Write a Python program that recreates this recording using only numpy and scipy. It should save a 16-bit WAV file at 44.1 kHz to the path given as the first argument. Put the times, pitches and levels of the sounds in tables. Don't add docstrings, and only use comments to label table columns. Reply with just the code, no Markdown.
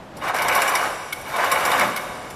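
import sys
import numpy as np
from scipy import signal
from scipy.fft import rfft, irfft
from scipy.io import wavfile
from scipy.ndimage import uniform_filter1d

SR = 44100
rng = np.random.default_rng(int(sys.argv[2]) if len(sys.argv) > 2 else 0)


def persist_wave(psi):
    counts = np.round(np.clip(psi, -1, 1) * 32767).astype(np.int16)
    wavfile.write(sys.argv[1], SR, np.atleast_2d(counts).T)


def how_loud(loudness_db):
    steps = np.asarray(loudness_db, float) / 20
    return 10 ** steps


N = 103635

# (frequency [Hz], width [Hz], level [dB])
FRAME_MODES = [(502.8, 39.3, -8.5), (614, 50, -6), (723.6, 29.5, 1), (864, 76, -1), (1011, 120, 2),
               (1083, 63, 5.5), (1162.5, 38.4, 3), (1295, 102, -4), (1493, 31.6, 1), (1646, 135, -2),
               (2016, 274, -8), (2272, 78, 2), (2912, 60, -4.5), (3700, 77, -6.5)]
# (frequency [Hz], width [Hz], level [dB])
WIRE_MODES = [(2870, 320, -12), (4640, 1500, -1.5), (5670, 480, 3), (6140, 1120, -4), (7240, 210, -2.5),
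              (9070, 1620, -2.5), (9910, 350, 2.5), (11930, 2700, -0.5), (11940, 540, -7),
              (12700, 1300, -10.5)]
FRAME_WANDER_DB, WIRE_WANDER_DB = 3.5, 1.6


def unit(x):
    return x / np.sqrt(np.mean(x ** 2))


def walk(rate_per_s):
    k = int(SR / rate_per_s)
    return unit(uniform_filter1d(uniform_filter1d(rng.standard_normal(N), k), k))


def coloured(points):
    hz, db = np.array(points).T
    f_hz = np.fft.rfftfreq(N, 1 / SR) + 1
    gain = how_loud(np.interp(np.log(f_hz), np.log(hz), db))
    return unit(irfft(rfft(rng.standard_normal(N)) * gain, N))


def ring(x, hz, width_hz):
    return signal.lfilter(*signal.iirpeak(hz, hz / width_hz, SR), x)


def body(x, modes, wander_db=0.0):
    out = np.zeros(N)
    for k, (hz, width_hz, db) in enumerate(modes):
        feed = x * how_loud(wander_db * walk(58))
        out += (-1) ** k * how_loud(db) * ring(feed, hz, width_hz)
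    return out


def impacts(rate_per_s, scatter_db):
    hit = rng.random(N) < rate_per_s / SR
    size = np.minimum(rng.exponential(size=N), 3.2)
    return unit(hit * how_loud(scatter_db * size) * np.sign(rng.standard_normal(N)))


def shop():
    # (frequency [Hz], density [dB per Hz])
    shop_spectrum = [(15, -40), (25, -11), (74, -9), (134, -5.5), (358, -7.5), (409, -8), (443, -11),
                     (627, -5.5), (14500, -45)]
    return how_loud(-39 + 2.4 * walk(9)) * coloured(shop_spectrum)


def room(x, t):
    # (frequency [Hz], t60 [s], level [dB])
    room_decay = [(153, 2.5, -1.5), (495, 2, 4.5), (1250, 2.06, -1), (3170, 2.16, -1), (7240, 3, -0.5),
                  (12700, 0.68, -0.5)]
    wet_db, delay_s = -7.5, 0.0063
    tail = np.zeros(N)
    for hz, t60_s, db in room_decay:
        band = unit(ring(ring(rng.standard_normal(N), hz, hz), hz, hz))
        tail += band * how_loud(db - 60 * t / t60_s) * np.sqrt(hz / t60_s)
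    tail *= np.clip(t / delay_s - 1, 0, 1)
    tail /= np.sqrt(np.sum(tail ** 2))
    return how_loud(wet_db) * signal.fftconvolve(x, tail)[:N]


def shudder(t):
    centre_s, length_s, level_db = 1.857, 0.079, -33.5
    hz, width_hz = 211, 166
    shape = np.exp(-0.5 * ((t - centre_s) / length_s) ** 2)
    shake = unit(ring(ring(rng.standard_normal(N), hz, width_hz), hz, width_hz))
    return how_loud(level_db) * shape * shake


def latch(t):
    # (time [s], level [dB], hiss [dB re level], swell [s])
    clicks = [
        (1.124, -16, -8, 0.0054),
        (1.960, -21.5, -1.5, 0.0044),
        (1.971, -20, -10, 0.005),
    ]
    # (frequency [Hz], width [Hz], level [dB])
    latch_modes = [(1490, 80, -7.5), (2200, 99, 0.5), (2590, 94, -20), (3080, 81, -18.5), (3190, 230, -9),
                   (4000, 320, -13), (9650, 85, -13)]
    tone = np.zeros(N)
    for hz, width_hz, db in latch_modes:
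        jitter_rad = width_hz / 150 * walk(3 * width_hz)
        tone += how_loud(db) * np.sin(2 * np.pi * hz * t + jitter_rad)
    hiss = unit(body(rng.standard_normal(N), WIRE_MODES))
    out = np.zeros(N)
    for start_s, db, hiss_db, swell_s in clicks:
        age = np.maximum(t - start_s, 0) / swell_s
        swell = 4.44 * age ** 2 * np.exp(-2 * age)
        out += how_loud(db) * swell * (tone + how_loud(hiss_db) * hiss)
    return out


def slaps(t):
    # (time [s], bright peak [dB], plate [dB re peak], frame knock [dB re peak], t60 [s])
    slap_events = [(0.167, -33, -18, 2.5, 0.079), (0.2144, -45, -7, 5, 0.099),
                   (0.2433, -37.5, -1, 15, 0.085), (0.3436, -28.5, 1, -23, 0.16),
                   (0.3624, -25, -12, 8.5, 0.053), (0.385, -26, 7, 12, 0.064), (0.4197, -23, -17, 8, 0.084),
                   (0.4444, -31, -2, 4, 0.042), (0.483, -13.5, -25, 9, 0.037), (0.5243, -26, 5, 5, 0.098),
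                   (0.5491, -20, -0.5, -22, 0.12), (0.618, -14, 2, 3, 0.063), (0.6771, -20, -17, 10, 0.076),
                   (0.6914, -32, -2, 13, 0.084), (0.7517, -14, -4.5, 12.5, 0.063),
                   (1.211, -34.5, -8, -9, 0.07), (1.361, -28, -21, 0, 0.13), (1.443, -26.5, -12, 14, 0.088),
                   (1.515, -16.5, -9, 4, 0.11), (1.6501, -16.5, -23, 4.5, 0.08),
                   (1.714, -23, -3, 17.5, 0.1), (1.7951, -17, 8, 11, 0.023), (1.808, -29.5, 15, 21.5, 0.12),
                   (2.302, -31.5, -4.5, -15, 0.078)]
    level_db, rise_s = -8, 0.00084
    crack_db, crack_s = -4, 0.0014
    bright, plate, knock = np.zeros((3, N))
    for start_s, db, plate_db, knock_db, t60_s in slap_events:
        age_s = np.maximum(t - start_s, 0)
        shape = how_loud(db + level_db - 60 * age_s / t60_s) * (1 - np.exp(-age_s / rise_s))
        bright += shape * (1 + how_loud(crack_db) * np.exp(-age_s / crack_s))
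        plate += shape * how_loud(plate_db)
        knock += shape * how_loud(knock_db - 1)
    chatter = bright * impacts(5000, 2.9)
    wire = body(chatter, WIRE_MODES, WIRE_WANDER_DB)
    wire += how_loud(-4.5) * ring(chatter, 8000, 9700)
    plate_ring = ring(plate * rng.standard_normal(N), 2195, 136)
    frame = body(knock * rng.standard_normal(N), FRAME_MODES, FRAME_WANDER_DB)
    return 3.6 * wire + 17.3 * plate_ring + 3.95 * frame


def drive(t):
    # (time [s], level [dB], load on the upper frame modes [dB])
    bursts = [
        [(0.2, -47, 21), (0.236, -24.5, -8.5), (0.288, -20.5, 4), (0.332, -29, -19), (0.35, -18.5, -21),
         (0.382, -24.5, 3), (0.578, -19.5, 3), (0.868, -22, -4), (0.99, -41.5, -24)],
        [(1.24, -37.5, 6), (1.398, -18, -1), (1.504, -22, 4.5), (1.524, -19, 1.5), (1.57, -21.5, 4.5),
         (1.58, -20.5, 3), (1.84, -17, -1), (1.926, -32, -5), (1.95, -30, 10)],
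    ]
    # (frequency [Hz], density [dB per Hz])
    whir_spectrum = [(47, -57), (80, -24), (876, 1.5), (1070, -6), (1380, 0.5), (2280, -7), (3300, -15.5),
                     (9800, -27), (14500, -43)]
    frame_db, whir_db, sizzle_db = -2.5, -5, -18.5
    ramp_s, tooth_ms, upper_hz = 0.024, 0.13, 1850
    level, load = np.zeros(N), np.ones(N)
    for burst in bursts:
        s, db, load_db = np.array(burst).T
        on = np.clip(np.minimum(t - s[0], s[-1] - t) / ramp_s, 0, 1)
        level += on * how_loud(np.interp(t, s, db))
        load = np.where(on > 0, how_loud(np.interp(t, s, load_db)), load)

    fall = np.exp(-1000 / (tooth_ms * SR))
    teeth = signal.lfilter([1], [1, -fall], impacts(700, 3))
    teeth *= how_loud(2 * walk(11.7))
    low_modes = [m for m in FRAME_MODES if m[0] < upper_hz]
    high_modes = [m for m in FRAME_MODES if m[0] >= upper_hz]
    low = body(teeth, low_modes, FRAME_WANDER_DB)
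    high = body(teeth * load, high_modes, FRAME_WANDER_DB)
    frame = (low + high) / np.std(low)

    sizzle = unit(body(impacts(1700, 2.6), WIRE_MODES, WIRE_WANDER_DB)) * how_loud(2 * walk(27))
    mix = how_loud(frame_db) * frame + how_loud(whir_db) * coloured(whir_spectrum)
    return level * (mix + how_loud(sizzle_db) * sizzle * load)


def scene():
    t = np.arange(N) / SR
    machine = drive(t) + slaps(t) + latch(t) + shudder(t)
    return (machine + room(machine, t) + shop())[None]


def starve(x, size, count, shift_db):
    from_hz, floor_db, luck_db, tilt_db_per_khz = 4200, -5.5, 1.6, 0.2
    f_hz, _, z = signal.stft(x, SR, nperseg=size)
    rows = len(f_hz) // count * count
    band_hz = f_hz[:rows:count, None]
    power = (abs(z[:rows]) ** 2).reshape(-1, count, z.shape[1]).mean(axis=1)
    power_db = 10 * np.log10(power + 1e-18)
    around_db = uniform_filter1d(uniform_filter1d(power_db, size=7, axis=0), size=3, axis=1)
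    luck = uniform_filter1d(rng.standard_normal(power.shape), size=3, axis=1) * np.sqrt(3)
    limit_db = floor_db + shift_db + tilt_db_per_khz * (band_hz / 1000 - 9)
    weak = (power_db - around_db + luck_db * luck < limit_db) & (band_hz > from_hz)
    keep = np.ones(z.shape)
    keep[:rows] = 1 - np.repeat(weak, count, axis=0)
    return signal.istft(z * keep, SR, nperseg=size)[1][:N]


def roll_off(x):
    return signal.sosfilt(signal.butter(12, 14860, fs=SR, output="sos"), x)


def record(dry):
    low_pass = signal.ellip(10, 0.2, 80, 14050, fs=SR, output="sos")
    x = signal.sosfilt(low_pass, np.tanh(dry[0]))
    x = starve(x, size=256, count=5, shift_db=-1.5)
    x = starve(x, size=2048, count=10, shift_db=1.8)
    return roll_off(x[None])


dry = scene()
out = record(dry)
persist_wave(out)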